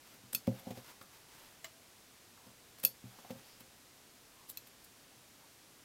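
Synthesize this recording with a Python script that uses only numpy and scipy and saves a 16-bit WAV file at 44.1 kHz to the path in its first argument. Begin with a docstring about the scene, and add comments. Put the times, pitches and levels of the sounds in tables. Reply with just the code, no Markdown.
"""A steady hiss and a faint rustle of cloth come first; then large steel scissors snip a quilt seam.
The scissors are mode sums and shaped noise: edges scrape through thread, blades snap shut and ring briefly.
Hands bump the sewing table (damped modes), tap and rub the cutting mat (resonant noise) and shift the quilt;
the handles knock. A small quiet room answers with decaying noise, under one overhead microphone."""
import sys
import numpy as np
from scipy import signal
from scipy.fft import rfft, irfft, next_fast_len
from scipy.io import wavfile
from scipy.ndimage import uniform_filter1d, map_coordinates

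SR = 44100
rng = np.random.default_rng(int(sys.argv[2]) if len(sys.argv) > 2 else 0)


def put_to_file(sound):
    """Save the sound as 16-bit audio at rate SR, in the file named by the first command-line argument."""
    columns = np.atleast_2d(sound).T  # one column per channel
    safe = np.clip(columns, -1, 1)
    whole_steps = np.round(safe * 32767)
    wavfile.write(sys.argv[1], SR, whole_steps.astype(np.int16))


N = 257720
T = np.arange(SR // 2) / SR  # time within one event, s

# Still room, relative spectrum: frequency_hz, density_db (per Hz)
STILL_SPECTRUM = [(12, -19), (20, -11), (55, -9), (113, -2.5), (181, -6), (284, -3.5), (335, -5.5),
                  (570, -8), (733, -8), (843, -9.5), (916, -9.5), (2000, -11), (5470, -12), (13700, -17),
                  (15800, -22)]
STILL_DB = -61  # rms level
# Reverberation of the room: frequency_hz, t60_s
ROOM_DECAY = [(120, 0.23), (600, 0.39), (2500, 0.093), (5000, 0.18), (13000, 0.13), (16000, 0.052)]
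TOP_HZ = 15900  # band limit of the recorder

# Hands shifting the quilt over the mat: middle_s, half_length_s, rustle_db, rub_db, rub_pitch_hz
STROKES = [(.1, 0.062, -63, -83, 892), (.57, 0.14, -62, -66.5, 755), (.695, 0.034, -65, -54, 740),
           (.785, 0.033, -59, -65, 754), (0.892, 0.054, -56, -65, 1000), (1.16, 0.053, -63, -78, 900),
           (1.4, .13, -60.5, -71.5, 910), (2.44, 0.095, -75, -70.5, 950), (3.26, 0.22, -62.5, -70, 795),
           (3.5, 0.081, -69.5, -67, 4900), (4.425, .06, -69, -68.5, 1010), (5.435, 0.03, -78.5, -69, 920)]
# Cloth friction, relative spectrum: frequency_hz, density_db (per Hz)
CLOTH_SPECTRUM = [(100, -1.5), (400, -1.5), (1000, -0.5), (2000, 0), (5000, -4), (9000, -10), (14000, -5),
                  (16000, -14)]

# Fingertips tapping the cutting mat: start_s, level_db, pitch_hz, tick_db
TAPS = [(0.4704, -58, 1180, -47), (1.0118, -51, 1160, -54), (2.376, -60.5, 1200, -62),
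        (3.187, -56, 990, -59), (3.246, -52, 815, -67), (3.297, -56, 850, -63)]
NUDGE_DB, NUDGE_HZ = -2.5, 1000  # the table under a tap: level over the tock, softness cut-off
# Hard contact on the mat, relative spectrum: frequency_hz, density_db (per Hz)
TICK_SPECTRUM = [(600, 7.5), (1400, -4), (2200, 4.5), (5000, -0.5), (9000, -7.5), (16000, -3)]

# Handles knocking as the grip shifts: start_s, level_db
CLACKS = [(1.6442, -40), (1.6525, -53)]
# Modes of the handles: frequency_hz, relative_level_db, t60_s
HANDLE_MODES = [(660, -5.5, 0.18), (1264, -13, 0.087), (1850, -1, 0.038), (2045, -0.5, 0.047),
                (2935, -4.5, 0.11), (4060, -0.5, 0.034), (5660, -11, .06), (6900, -3, 0.016),
                (7500, 8, 0.015), (10100, -18, 0.097), (14200, -13, .04)]

# Hands and scissors bumping the table: start_s, level_db (before softening), softness_cutoff_hz, tick_db
BUMPS = [(.236, -51, 139, -80), (.477, -19.5, 380, -64), (.4944, -34.5, 348, -72), (.670, -36, 660, -61),
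         (.7061, -34.5, 570, -48.5), (.773, -41, 548, -53), (2.468, -50, 402, -64), (3.04, -39.5, 148, -78),
         (3.305, -37, 610, -49.5), (3.354, -46.5, 450, -80)]
# Modes of the table: frequency_hz, relative_level_db, t60_s
TABLE_MODES = [(96.5, -39, 0.18), (121, -8, 0.24), (197, -5, 0.15), (242.2, 2.5, 0.094),
               (292, -17.5, 0.075), (379, -2, 0.051), (479, -4.5, 0.064), (521.7, 1, 0.093),
               (577, -35, 0.03), (715, 1, 0.043), (832, -11, 0.15)]

# Edges scraping over each other: peak_s, level_db, rise_s, crunch_db (dull thread crunch over the squeak)
SCRAPES = [(.145, -59, .003, 2), (.332, -37, 0.0016, -8.5), (.597, -52.5, .0034, 2),
           (1.028, -58.5, .005, -8), (2.787, -55, .002, -2), (2.801, -52.5, .0037, -6),
           (2.8386, -34, 0.0026, -4), (3.608, -52, 0.0052, 1), (4.501, -41, .0067, -16),
           (4.674, -55.5, .0059, -1), (4.847, -56, .004, -10)]
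SCRAPE_FALL_S = 0.0022  # the edges stop this quickly
# The table's jolt: level over the crunch, softness cut-off, contact tick over the crunch
JOLT_DB, JOLT_HZ, JOLT_TICK_DB = -2.5, 590, -20
# Resonances of the sliding edges: frequency_hz, width_hz, level_db
EDGE_RESONANCES = [(3850, 1200, -16.5), (8200, 920, -10), (9930, 290, -3), (11990, 380, 1),
                   (15400, 880, -11.5)]
# Thread crunch, relative spectrum: frequency_hz, density_db (per Hz)
CRUNCH_SPECTRUM = [(200, -27), (1200, 3.5), (2500, 0), (5000, 1), (9000, -15), (16000, -2.5)]

# Blades snapping shut: start_s, crack_level_db, brightness_db (at 13 kHz),
# ping_hz (set by the opening), ping_db (over the crack), ping_t60_s
SNAPS = [(0.3484, -19.5, -3.5, 4510, -26.5, 0.089), (2.8495, -17.5, -0.5, 4544, -23, 0.1),
         (4.5723, -34.5, -3.5, 4130, -14, 0.046)]
RECOIL_DB, RECOIL_HZ = -30, 350  # a snap recoils into the table: level over the snap, softness cut-off
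# Modes of the blades: frequency_hz, relative_level_db, t60_s
STEEL_MODES = [(2612, -8, 0.039), (3480, -10, 0.033), (4230, -5, 0.021), (4640, -15, 0.03),
               (5410, -10.5, 0.039), (5670, -20, 0.03), (6310, -16.5, 0.062), (6490, -15, 0.027),
               (7280, -21, 0.036), (7750, -13.5, 0.031), (9090, -10, 0.037), (10480, -8, 0.028),
               (11760, 2, 0.022), (12300, -23, 0.037), (12120, -31, 0.014), (13170, 5, .03),
               (12460, -24, .016), (14140, -30, .042), (12400, -16, .035), (14900, -30, .035)]
# Steel impact, relative spectrum: frequency_hz, density_db (per Hz)
CRACK_SPECTRUM = [(300, -12), (1400, -14), (2500, -9), (4500, -26), (6500, 3), (8500, -9.5), (10500, -3),
                  (13200, 15), (14500, 3.5), (16000, 0)]


def amp(db):
    """Decibel law: twenty decibels are a tenfold amplitude."""
    return 10 ** (np.asarray(db) / 20)


def unit(x):
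    """Mean-square normalisation: scale to rms 1."""
    return x / np.sqrt(np.mean(x ** 2) + 1e-20)


def burst(x):
    """Short-time power: scale an event so that its loudest 3 ms have rms 1."""
    power = uniform_filter1d(x ** 2, size=128)
    return x / np.sqrt(power.max() + 1e-20)


def along(points, hz):
    """Logarithmic frequency scale: interpolate (Hz, value) points along it."""
    point_hz, value = np.transpose(points)
    return np.interp(np.log(hz + 1), np.log(point_hz + 1), value)


def filtered(x, response):
    """Linear filtering: multiply the spectrum of x by a response of frequency."""
    size = next_fast_len(len(x) + SR // 4)
    spectrum = rfft(x, size) * response(np.fft.rfftfreq(size, 1 / SR))
    return irfft(spectrum, size)[:len(x)]


def noise(spectrum, size):
    """Spectral shaping: white noise coloured by a spectrum, at rms 1."""
    return unit(filtered(rng.standard_normal(size), lambda hz: amp(along(spectrum, hz))))


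def resonance(f, hz, width):
    """Damped oscillator: the response peaks at hz with the given bandwidth."""
    return 1j * f * width / (hz * hz - f * f + 1j * f * width)


def wobble(rate):
    """Slow random modulation: a smooth curve through `rate` random knots a second."""
    knots = rng.standard_normal(int(N * rate / SR) + 4)
    return map_coordinates(knots, [np.arange(N) * rate / SR])


def swell(t, half):
    """Gaussian stroke speed at time t from its middle: the hand gathers and eases off evenly."""
    return np.exp(-(t / half) ** 2)


def strike(rise, t60):
    """Exponential damping: a blow rises quickly, then falls 60 dB in every t60 seconds."""
    return (1 - np.exp(-T / rise)) * amp(-60 * T / t60)


def ring(modes, rise, scatter_db, blur_hz=20):
    """Modal superposition: one row per damped mode, its strength scattered and its phase drifting."""
    hz, db, t60 = np.transpose(modes)[:, :, None]
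    strength = amp(db + scatter_db * rng.standard_normal(hz.shape))
    # the shifting grip blurs the high modes most: blur_hz is the line width at 10 kHz
    width = blur_hz * hz / 10000
    steps = rng.standard_normal((len(hz), len(T)))
    drift = np.cumsum(steps, axis=1) * np.sqrt(2 * np.pi * width / SR)
    return strength * strike(rise, t60) * np.sin(2 * np.pi * hz * T + drift)


def in_room(x, near_db, tail_db):
    """Reverberation: direct sound, quick scatter from table top and sewing machine, then the room's tail."""
    hz, t, grains = signal.stft(rng.standard_normal(len(T)), SR, nperseg=256)
    decay = amp(-60 * t / along(ROOM_DECAY, hz)[:, None])
    tail = signal.istft(grains * decay, SR, nperseg=256)[1][:len(T)]
    tail *= 1 - np.exp(-(T / 0.0034) ** 2)  # the tail builds up over a few milliseconds
    near = rng.standard_normal(len(T)) * strike(0.0091, 0.057)
    response = amp(near_db) * near / np.linalg.norm(near)
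    response += amp(tail_db) * tail / np.linalg.norm(tail)
    return x + signal.fftconvolve(x, response)[:len(x)]


def add(track, s, sound):
    """Linear superposition: mix a sound in from time s, or from zero if s is negative."""
    part = track[max(round(s * SR), 0):][:len(sound)]
    part += sound[:len(part)]


def still_room():
    """Stationary noise: steady microphone hiss over a faint low room rumble."""
    return amp(STILL_DB) * noise(STILL_SPECTRUM, N)


def cloth():
    """Dry friction: cotton rubs on cotton with each stroke, and its fibres catch unevenly."""
    t = np.arange(N) / SR
    sliding = sum(amp(db) * swell(t - s, half) for s, half, db, rub_db, hz in STROKES)
    catching = amp(1.8 * wobble(45) + 1.44 * wobble(700))
    return sliding * unit(noise(CLOTH_SPECTRUM, N) * catching)


def rubs():
    """Friction-driven resonance: each stroke drags over the mat and swells in one broad resonance."""
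    out, lead = np.zeros(N), 1 / 4
    for s, half, cloth_db, db, hz in STROKES:
        drag = rng.standard_normal(len(T))
        friction = unit(filtered(drag, lambda f: resonance(f, hz, 0.29 * hz) ** 2))
        add(out, s - lead, amp(db) * friction * swell(T - lead, half))
    return out


def taps():
    """Heavily damped resonance: a fingertip's brief touch gives a short tock."""
    out = np.zeros(N)
    for s, db, hz, tick_db in TAPS:
        touch = rng.standard_normal(len(T)) * strike(0.00037, 0.03)
        tock = burst(filtered(touch, lambda f: resonance(f, hz, 0.5 * hz) ** 2))
        add(out, s, amp(db) * in_room(tock, near_db=-10, tail_db=-10))
    return out


def clacks():
    """Modal impact: the handles give a lower, hollow click with a noisy contact tick."""
    out = np.zeros(N)
    for s, db in CLACKS:
        body = burst(ring(HANDLE_MODES, rise=0.00038, scatter_db=1.0).sum(0))
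        tick = burst(noise(CRUNCH_SPECTRUM, len(T)) * strike(0.00036, 0.088))
        click = amp(-1) * body + amp(-6) * tick
        add(out, s, amp(db) * in_room(click, near_db=-12, tail_db=-13))
    return out


def table_blows():
    """Reaction forces: the table takes bumps, a jolt per scrape, a recoil per snap, a nudge per tap."""
    jolts = []
    for s, db, rise, crunch_share_db in SCRAPES:
        crunch_db = db + crunch_share_db
        jolts.append((s, crunch_db + JOLT_DB, JOLT_HZ, crunch_db + JOLT_TICK_DB))
    recoils = [(s, db + RECOIL_DB, RECOIL_HZ, -np.inf) for s, db, *tone in SNAPS]  # no tick
    nudges = [(s, db + NUDGE_DB, NUDGE_HZ, tick_db) for s, db, hz, tick_db in TAPS]
    blows = list(BUMPS) + jolts + recoils + nudges
    return [blow for blow in blows if blow[1] > STILL_DB]  # thuds no louder than the hiss are left out


def bumps():
    """Contact time limits bandwidth: a soft blow reaches only the table's low modes, a hard one also ticks."""
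    out = np.zeros(N)
    for s, db, soft_hz, tick_db in table_blows():
        reach = 1 / np.sqrt(1 + (np.array(TABLE_MODES)[:, 0] / soft_hz) ** 5)
        thud = burst(reach @ ring(TABLE_MODES, rise=0.00054, scatter_db=2))
        thud = filtered(thud, lambda hz: 1 / (1 + 1j * hz / (3 * soft_hz)) ** 2)
        tick = burst(noise(TICK_SPECTRUM, len(T)) * strike(0.00042, 0.072))
        add(out, s, in_room(amp(db) * thud + amp(tick_db) * tick, near_db=-17, tail_db=-17))
    # the thuds carry little deep bass
    bass_cut = signal.butter(4, 95, "highpass", fs=SR, output="sos")
    return signal.sosfilt(bass_cut, out)


def edge_response(f):
    """Parallel resonances: the modes of the sliding edges add with alternating sign."""
    total = 0
    for k, (hz, width, db) in enumerate(EDGE_RESONANCES):
        total = total + (-1) ** k * amp(db) * resonance(f, hz, width)
    return total


def scrapes():
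    """Stick-slip friction: tiny slips of edge on edge excite the steel and crush the thread, then stop."""
    out, lead = np.zeros(N), 1 / 20
    for s, db, rise, crunch_db in SCRAPES:
        force = np.exp(-np.maximum((lead - T) / rise, (T - lead) / SCRAPE_FALL_S))
        # slips of widely varied size
        slips = rng.standard_normal(len(T)) * amp(4 * rng.standard_normal(len(T)))
        squeak = burst(filtered(slips * force, edge_response))
        crunch = burst(noise(CRUNCH_SPECTRUM, len(T)) * force)
        scrape = burst(squeak + amp(crunch_db) * crunch)
        add(out, s - lead, amp(db) * in_room(scrape, near_db=-6.5, tail_db=-19.0))
    return out


def snaps():
    """Impact excitation: a hard crack, a cluster of modes that the hand soon damps, and one ping."""
    out = np.zeros(N)
    for s, db, bright_db, ping_hz, ping_db, ping_t60 in SNAPS:
        steel = burst(ring(STEEL_MODES, rise=0.00039, scatter_db=0, blur_hz=90).sum(0))
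        crack = burst(noise(CRACK_SPECTRUM, len(T)) * strike(0.0016, 0.01))
        ping = burst(ring([(ping_hz, 0, ping_t60)], rise=0.0002, scatter_db=0).sum(0))
        blow = amp(-5.5) * steel + crack + amp(ping_db) * ping
        # a faster closing is brighter
        tilt = [(7000, 0), (13000, bright_db)]
        blow = filtered(blow, lambda hz: amp(along(tilt, hz)))
        add(out, s, amp(db) * in_room(blow, near_db=-16.5, tail_db=-12))
    return out


def scene():
    """Superposition at one microphone, which feeds both channels."""
    background = still_room() + cloth() + rubs()
    contacts = taps() + clacks() + bumps()
    mono = background + contacts + scrapes() + snaps()
    return np.array([mono, mono])


def record(dry):
    """Band limitation: the recorder's response falls to zero across 200 Hz centred on its limit."""
    def band_limit(hz):
        return np.clip((TOP_HZ - hz) / 200 + 0.5, 0, 1)
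    return np.array([filtered(x, band_limit) for x in dry])


dry = scene()
out = record(dry)
put_to_file(out)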